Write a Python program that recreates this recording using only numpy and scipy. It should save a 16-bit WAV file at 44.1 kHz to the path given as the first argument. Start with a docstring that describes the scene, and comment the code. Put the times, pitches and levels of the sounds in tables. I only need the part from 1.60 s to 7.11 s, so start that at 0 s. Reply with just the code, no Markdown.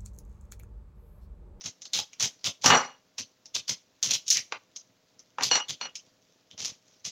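"""A wrapped block of cheese is pushed over a steel box grater standing on a china plate in a kitchen, 5.5 s.
0-1.1 s: strokes rasp (dense grains) and rumble (low noise), with snaps (smeared clicks) as teeth catch; about
1.1 s the grater knocks on the plate and both ring (decaying modes). 1.6-2.8 s: more strokes; 2.9 s: a light
knock; 3.8-4.3 s: strokes amid knocks; 4.9-5.5 s: last strokes. Throughout, air noise, a faint appliance hum
(sines) and rustling (sparse ticks); the phone's noise suppressor shortens the room's tail."""
import sys
import numpy as np
from scipy import signal
from scipy.fft import rfft, irfft
from scipy.io import wavfile
from scipy.ndimage import uniform_filter1d

SR = 44100
rng = np.random.default_rng(int(sys.argv[2]) if len(sys.argv) > 2 else 0)


def to_wav(s):
    """Save 16-bit WAV."""
    ch = np.atleast_2d(s).T  # columns
    pcm = np.round(np.clip(ch, -1, 1) * 32767)  # PCM
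    wavfile.write(sys.argv[1], SR, pcm.astype(np.int16))


N = 242991
T = np.arange(N) / SR  # scene time, s
AGE = T[:16384]  # time since an event's onset, s
BODY_PER_BITE, FULL_PER_BITE = 0.56, 0.51  # dB of low and middle tones per dB of bite


def undb(db):
    """Decibels to gain."""
    return 10 ** (np.asarray(db) / 20)


def unit(x):
    """Scale to rms 1."""
    return x / np.sqrt(np.mean(x ** 2))


def add(out, start_s, x):
    """Mix x into out from start_s, cut at the end of out."""
    i = int(start_s * SR)
    out[i:i + len(x)] += x[:len(out) - i]


def bell(hz, centre_hz, octaves):
    """A hump of height 1 on the log-frequency axis."""
    return np.exp(-(np.log2(hz / centre_hz) / octaves) ** 2)


def colour(x, points, humps=()):
    """Minimum-phase filter of unit mean power gain from (Hz, dB) points and (Hz, octaves, dB) humps."""
    size = 2 ** 11
    hz = np.maximum(np.arange(size // 2 + 1) * SR / size, 1)
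    at_hz, point_db = np.transpose(points)
    gain_db = np.interp(np.log(hz), np.log(at_hz), point_db)
    for centre_hz, octaves, height_db in humps:
        gain_db = gain_db + height_db * bell(hz, centre_hz, octaves)
    # folding the cepstrum makes the filter causal
    cepstrum = irfft(np.log(unit(undb(gain_db))))
    cepstrum[1:size // 2] *= 2
    cepstrum[size // 2 + 1:] = 0
    response = irfft(np.exp(rfft(cepstrum)))
    return signal.fftconvolve(x, response)[:len(x)]


def grains(count, spread_db):
    """Dense tiny clicks of unequal size, rms 1."""
    sizes = undb(spread_db * np.minimum(rng.exponential(size=count), 4))
    return unit(rng.standard_normal(count) * sizes)


def burst(fade_s, spread_db):
    """Grains that die away; the first moments have rms near 1."""
    fade = np.exp(-(AGE / fade_s) ** (3 / 2))
    fade_rms = np.sqrt(np.mean(fade ** 2))
    return unit(grains(len(AGE), spread_db) * fade) * fade_rms


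def click(smear_s):
    """A pulse of near unit energy that has run through sheet steel: high bending waves arrive first."""
    hz = np.arange(len(AGE) // 2 + 1) * SR / len(AGE)
    # group delay is zero at the Nyquist frequency and smear_s at a quarter of it
    turns = smear_s * (2 * np.sqrt(hz * SR / 2) - hz)
    return irfft(np.exp(-2j * np.pi * turns)) * (1 - AGE / AGE[-1]) ** 2


# colour of teeth on the block: (frequency [Hz], density [dB per Hz])
TOOTH_COLOUR = [(100, -31.5), (500, -11), (1200, -10), (1700, -10.5), (3000, -1.5), (4800, -1), (6200, 2),
                (7500, -5.5), (9000, -8), (12000, -10), (16000, -14.5)]
# colour of the shaken grater and worktop: (frequency [Hz], density [dB per Hz])
RUMBLE_COLOUR = [(30, -28.5), (65, -20.5), (95, -1), (170, -4), (260, -7), (340, -17.5), (600, -15),
                 (1500, -33.5), (5000, -66)]
# the block slides over the teeth; bite is how deep they cut:
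# (start [s], hold [s], rasp level [dB], rasp pitch [Hz], bite [dB])
STROKES = [(.035, 0.045, -38.5, 5800, 4.5), (0.33, .068, -29, 3700, -2), (0.597, 0.062, -26.5, 5900, -1),
           (0.787, .04, -54, 4400, 1.5), (0.84, 0.039, -29, 3300, 2.5), (1.011, .022, -42, 6000, 0.5),
           (1.035, 0.054, -25, 6000, 7), (1.579, .022, -33.5, 5700, -0.5), (1.941, 0.03, -31.5, 3700, -1),
           (2.077, 0.038, -31, 5000, 1.5), (2.426, 0.071, -30, 5900, -1.5),
           (2.503, 0.053, -29.5, 3560, -3.5), (2.655, .025, -40, 6000, -8.5),
           (2.707, .055, -27.5, 5500, -17.5), (2.755, 0.03, -29, 2030, -5.5), (3.82, 0.12, -33, 3500, -0.5),
           (4.082, .026, -33.5, 3400, 2.5), (4.903, 0.035, -49.5, 3370, 10.5),
           (4.984, 0.14, -37.5, 5800, 2.5), (5.251, 0.16, -55, 6200, 0), (5.442, 0.039, -35.5, 5700, -1.5)]


def push_envelope(hold_s, attack_s=0.0081, release_s=0.014, sag_db_per_s=45):
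    """A push sets in, eases as the arm extends, then lets go."""
    attack = np.minimum(AGE / attack_s, 1)
    sag = undb(-sag_db_per_s * AGE)
    release = np.exp(-np.maximum(AGE - hold_s, 0) / release_s)
    return attack * sag * release


def strokes(pitch_db=4, catch_db=3, body_db=-1, teeth_per_s=110, teeth_db=-6.5, drag_lag_s=.012, drag_db=-16):
    """Teeth shave the block in a dense, uneven rasp while its drag shakes the grater and the worktop."""
    out = np.zeros(N)
    for start_s, hold_s, rasp_db, hz, bite_db in STROKES:
        push = push_envelope(hold_s)
        # the shavings tear in fits a few milliseconds long
        fits = unit(uniform_filter1d(rng.standard_normal(len(AGE)), size=130))
        shaving = unit(undb(catch_db * fits)) * grains(len(AGE), spread_db=5.5)
        # single teeth tick through the rasp
        ticks = rng.standard_normal(len(AGE)) * (rng.random(len(AGE)) < teeth_per_s / SR)
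        ticks = unit(signal.fftconvolve(ticks, click(smear_s=.0006))[:len(AGE)])
        # the teeth under the block resonate above the rest of the rasp, wherever their pitch lies
        rise_db = pitch_db - np.interp(hz, *np.transpose(TOOTH_COLOUR))
        humps = [(hz, .35, rise_db), (850, 1.2, body_db + BODY_PER_BITE * bite_db)]
        rasp = colour(push * (shaving + undb(teeth_db) * ticks), TOOTH_COLOUR, humps)
        # the grater's rumble lags the push
        keep = np.exp(-1 / (drag_lag_s * SR))
        drag = signal.lfilter([1 - keep], [1, -keep], push)
        rumble = colour(drag * rng.standard_normal(len(AGE)), RUMBLE_COLOUR)
        add(out, start_s, undb(rasp_db) * (rasp + undb(drag_db + bite_db) * rumble))
    return out


# a tooth catches and lets go: (time [s], level [dB], pitch [Hz])
SNAPS = [(0.01, -26, 5800), (0.0601, -18.5, 6300), (0.2189, -24.5, 6200), (0.2538, -24.5, 3930),
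         (0.334, -10.5, 3870), (0.3897, -14, 3500), (0.5318, -28.5, 2270), (0.598, -13.5, 6156),
         (0.625, -9, 6310), (0.843, -15, 5147), (0.8597, -16.5, 6320), (1.044, -13.5, 4216),
         (1.0595, 1.5, 5930), (1.5814, -21.5, 5890), (1.8573, -28.5, 5650), (1.949, -14, 5880),
         (2.0815, -19, 4890), (2.094, -11, 6040), (2.4279, -6.5, 6310), (2.4515, -19.5, 6070),
         (2.5085, -7.5, 6590), (2.5368, -8, 5850), (2.6803, -10.5, 6130), (2.7027, 0.5, 5850),
         (2.7262, -9, 6140), (2.77, -7.5, 5800), (3.1614, -20, 5840), (3.593, -30.5, 5650),
         (3.834, -5.5, 4460), (4.0996, -23, 6250), (4.3542, -19, 5780), (4.9781, -27, 6100),
         (5.0478, -12, 5450), (5.4531, -20, 6350)]


def snaps(click_db=6, crackle_db=-15, crackle_s=0.018, pitch_db=6, full_db=-1, body_db=-1,
          usual_db=-22.5, thinning=0.9):
    """A sharp click, then a crackle of smaller tears; fuller where the stroke bites deep, brighter when loud."""
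    out = np.zeros(N)
    start_s, hold_s, _, _, bites_db = np.transpose(STROKES)
    for time_s, level_db, hz in SNAPS:
        nearest = np.argmin(np.abs(start_s + hold_s / 2 - time_s))
        bite_db = bites_db[nearest]
        # dB of body lost as a snap is louder than usual
        thin_db = thinning * (level_db - usual_db)
        crackle = undb(crackle_db) * burst(crackle_s, spread_db=6)
        tear = undb(click_db) * click(smear_s=0.00058) + crackle
        humps = [(hz, .22, pitch_db),
                 (2500, .7, full_db + FULL_PER_BITE * bite_db),
                 (700, 1.4, body_db + BODY_PER_BITE * bite_db - thin_db),
                 (16000, 0.09, -2.5)]  # a narrow dip at the very top
        add(out, time_s, undb(level_db) * colour(tear, TOOTH_COLOUR, humps))
    return out


# colour of the rim on the plate: (frequency [Hz], density [dB per Hz])
CLACK_COLOUR = [(60, -43.5), (200, -25), (480, -12), (620, -15), (820, -2.5), (1500, -4.5), (2500, -4),
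                (4500, -9.5), (6500, -11), (9000, -24.5), (16000, -33)]
# modes of the grater's sheet steel: (frequency [Hz], level [dB])
STEEL_MODES = [(155, -8), (242, -4.5), (266, -6), (515, -5.5), (535, -4), (745, -0.5), (797, -3.5),
               (863, -1), (985, -9.5), (1034, -6.5), (1186, 2.5), (1221, -7), (1275, -1.5), (1513, -5),
               (1560, -9.5), (1752, -7.5), (1804, -3.5), (2046, -8), (2293, -14.5)]
# modes of the china plate: (frequency [Hz], level [dB])
CHINA_MODES = [(1445, -16.5), (2888, -1), (2905, -8), (4319, -4.5), (4371, -11), (5755, -11), (5800, -6.5),
               (5855, -2.5), (7385, -10.5)]
# the grater lands on the plate: (time [s], clack level [dB], weight behind it [dB], hardness [dB],
# china ring level [dB], favoured china pitch [Hz])
KNOCKS = [(0.389, -25.5, -12, -4, -40, 4360), (1.044, -10.5, -4, -7.5, -34, 4300),
          (1.06, -10.5, 11, -0.5, -20.5, 5936), (1.102, -3, 3, -5.5, -27, 2897),
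          (1.107, -2.5, 5.5, -5, -23, 2780), (1.125, -11, 11, -2, -21.5, 5863),
          (2.9224, -16, -19, -1, -72, 2930), (3.784, -17.5, -0.5, -7.5, -50, 3090),
          (3.809, -17.5, 1.5, -1.5, -43.5, 5600), (3.913, -10, -4.5, 0.5, -16.5, 4470),
          (3.955, -9.5, -10, 5.5, -26, 6100), (4.001, -22, -5.5, -3, -33, 2840),
          (4.212, -20, -2, 6.5, -31, 4450), (4.254, -24.5, -0.5, 2, -40.5, 2900)]


def knocks(favour_db=11, steel_t60_s=0.44, china_t60_s=.55, chatter_db=-18.0, chatter_dull_db=-4,
           clack_hz=1000, octaves_per_db=0.05, settle_s=.033, ring_s=.085, thump_db=-33, steel_db=-30):
    """The rim clacks and chatters on the plate and the worktop thumps; returns the blows and the ringing."""
    blows, rings = np.zeros(N), np.zeros(N)
    for time_s, clack_db, weight_db, hard_db, china_db, china_hz in KNOCKS:
        landing_db = clack_db + weight_db
        # the more weight, the higher the clack
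        hz = clack_hz * 2 ** (octaves_per_db * weight_db)
        contact = undb(6.5) * click(smear_s=0.0005006) + undb(-10.5) * burst(0.0035, spread_db=6.0)
        clack = colour(contact, CLACK_COLOUR, [(hz, .5, 8), (5000, 1.3, hard_db)])
        add(blows, time_s, undb(clack_db) * clack)
        # the heavier the landing, the longer the grater chatters, more softly than it struck
        linger = 2 ** ((landing_db + 19.0) / 15)
        humps = [(hz, .8, 2), (480, .5, 7), (4000, 1.3, hard_db + chatter_dull_db)]
        chatter = colour(burst(settle_s * linger, spread_db=3.0), CLACK_COLOUR, humps)
        add(blows, time_s, undb(clack_db + chatter_db) * chatter)
        thump = colour(burst(0.025, spread_db=-2.5), RUMBLE_COLOUR, [(480, 0.89, 13.5), (50.82, 0.92, -6.5)])
        add(blows, time_s, undb(landing_db + thump_db) * thump)
        # the point of contact decides which of the plate's modes speaks most
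        mode_hz = np.array(CHINA_MODES)[:, 0]
        favour = favour_db * (bell(mode_hz, china_hz, 0.54) - 1)
        damped_s = ring_s * linger ** 1.1
        add(rings, time_s, undb(landing_db + steel_db) * ring(STEEL_MODES, steel_t60_s, damped_s))
        add(rings, time_s, undb(china_db) * ring(CHINA_MODES, china_t60_s, damped_s, favour))
    return blows, rings


def ring(modes, free_t60_s, damped_s, favour_db=0, buzz=0.44, wander_hz=40):
    """Decaying modes, wavering as the loose rim chatters on the plate, until the hand's pressure stills them."""
    hz, db = np.transpose(modes)
    shape = (len(hz), len(AGE))
    waver = 1 + buzz * unit(uniform_filter1d(rng.random(shape) - .5, size=250))
    # the shifting contact detunes the high modes most: wander_hz rms at the highest china mode
    wander = unit(uniform_filter1d(rng.random(shape) - .5, size=300))
    detune_hz = wander_hz * (hz / CHINA_MODES[-1][0])[:, None] * wander
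    cycles = np.cumsum(hz[:, None] + detune_hz, axis=1) / SR + rng.random((len(hz), 1))
    tones = np.sin((2 * np.pi * cycles).astype(np.float32))
    fade = np.exp(-np.log(1000) * AGE / free_t60_s - (AGE / damped_s) ** 2)
    return np.sum(undb(db + favour_db)[:, None] * waver * tones, axis=0) * fade


def kitchen(x, t60_s=.27, build_s=0.014):
    """Dense echoes of a small hard room build up, then decay exponentially."""
    fade = np.exp(-np.log(1000) * AGE / t60_s)
    echoes = grains(len(AGE), spread_db=5.0) * (1 - np.exp(-AGE / build_s)) * fade
    # the echoes carry little bass; low tones stay mostly direct
    high_pass = signal.butter(2, 230, "high", fs=SR, output="sos")
    echoes = signal.sosfilt(high_pass, echoes)
    return signal.fftconvolve(x, echoes / np.linalg.norm(echoes))[:N]


# colour of the room air: (frequency [Hz], density [dB per Hz])
AIR_COLOUR = [(20, -21), (70, -17.5), (115, -9.5), (200, -7.5), (350, -9.5), (600, -13), (900, -13),
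              (2500, -15), (4500, -14.5), (6300, -15), (9000, -21), (16000, -12.5)]
# appliance hum: (frequency [Hz], rms level [dB])
HUM = [(113, -73), (177.6, -73.5), (269.2, -72), (394, -82), (452.2, -77), (511.4, -71.5), (623.5, -70),
       (683.7, -76.5)]


def background(air_db=-52.5, rustle_db=-66, rustles_per_s=60):
    """Steady room air (noise), an appliance's hum (sines) and faint rustling in the hand (sparse ticks)."""
    air = colour(rng.standard_normal(N), AIR_COLOUR)
    hum = np.zeros(N)
    for hz, db in HUM:
        hum += np.sqrt(2) * undb(db) * np.sin(2 * np.pi * (hz * T + rng.random()))
    ticks = rng.standard_normal(N) * (rng.random(N) < rustles_per_s / SR)
    rustle = colour(unit(ticks), TOOTH_COLOUR)
    return undb(air_db) * air + hum + undb(rustle_db) * (rustle + kitchen(rustle))


def scene(room_db=-6.0, ring_to_room_db=-24.5):
    """Grating and knocks, heard across the worktop."""
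    blows, rings = knocks()
    near = strokes() + snaps() + blows
    room = kitchen(near + undb(ring_to_room_db) * rings)
    return (near + rings + undb(room_db) * room + background())[None]


def suppress(x, threshold_db=-40, depth_db=-14, memory=0.83, echo_db=-7, slope=1.5):
    """Noise suppressor: each band is turned down as it sinks towards the hiss or the echo of its own past."""
    size = 512
    overlap = size * 3 // 4
    bands = signal.stft(x, nperseg=size, noverlap=overlap)[2]
    power = uniform_filter1d(np.abs(bands) ** 2 * size, size=9, axis=-2)
    power = np.abs(uniform_filter1d(power, size=5, axis=-1))
    # the expected echo is the power of some 55 ms (19 frames) ago, slowly forgotten
    echo = signal.lfilter(np.r_[np.zeros(19), 1 - memory], [1, -memory], power)
    floor = undb(threshold_db) ** 2 + undb(echo_db) ** 2 * echo
    excess = (power / floor) ** slope
    gain = (undb(depth_db) + excess) / (1 + excess)
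    return signal.istft(bands * gain, nperseg=size, noverlap=overlap)[1][..., :N]


def record(dry, speech_hz=7350, top_db=-14, top_hz=15900):
    """The phone suppresses noise, plays everything above the speech band softer and cuts the top."""
    x = suppress(dry)
    speech = signal.sosfiltfilt(signal.butter(14, speech_hz, fs=SR, output="sos"), x)
    x = np.clip(speech + undb(top_db) * (x - speech), -1, 1)
    return signal.sosfilt(signal.ellip(8, .2, 70, top_hz, fs=SR, output="sos"), x)


dry = scene()
out = record(dry)
to_wav(out)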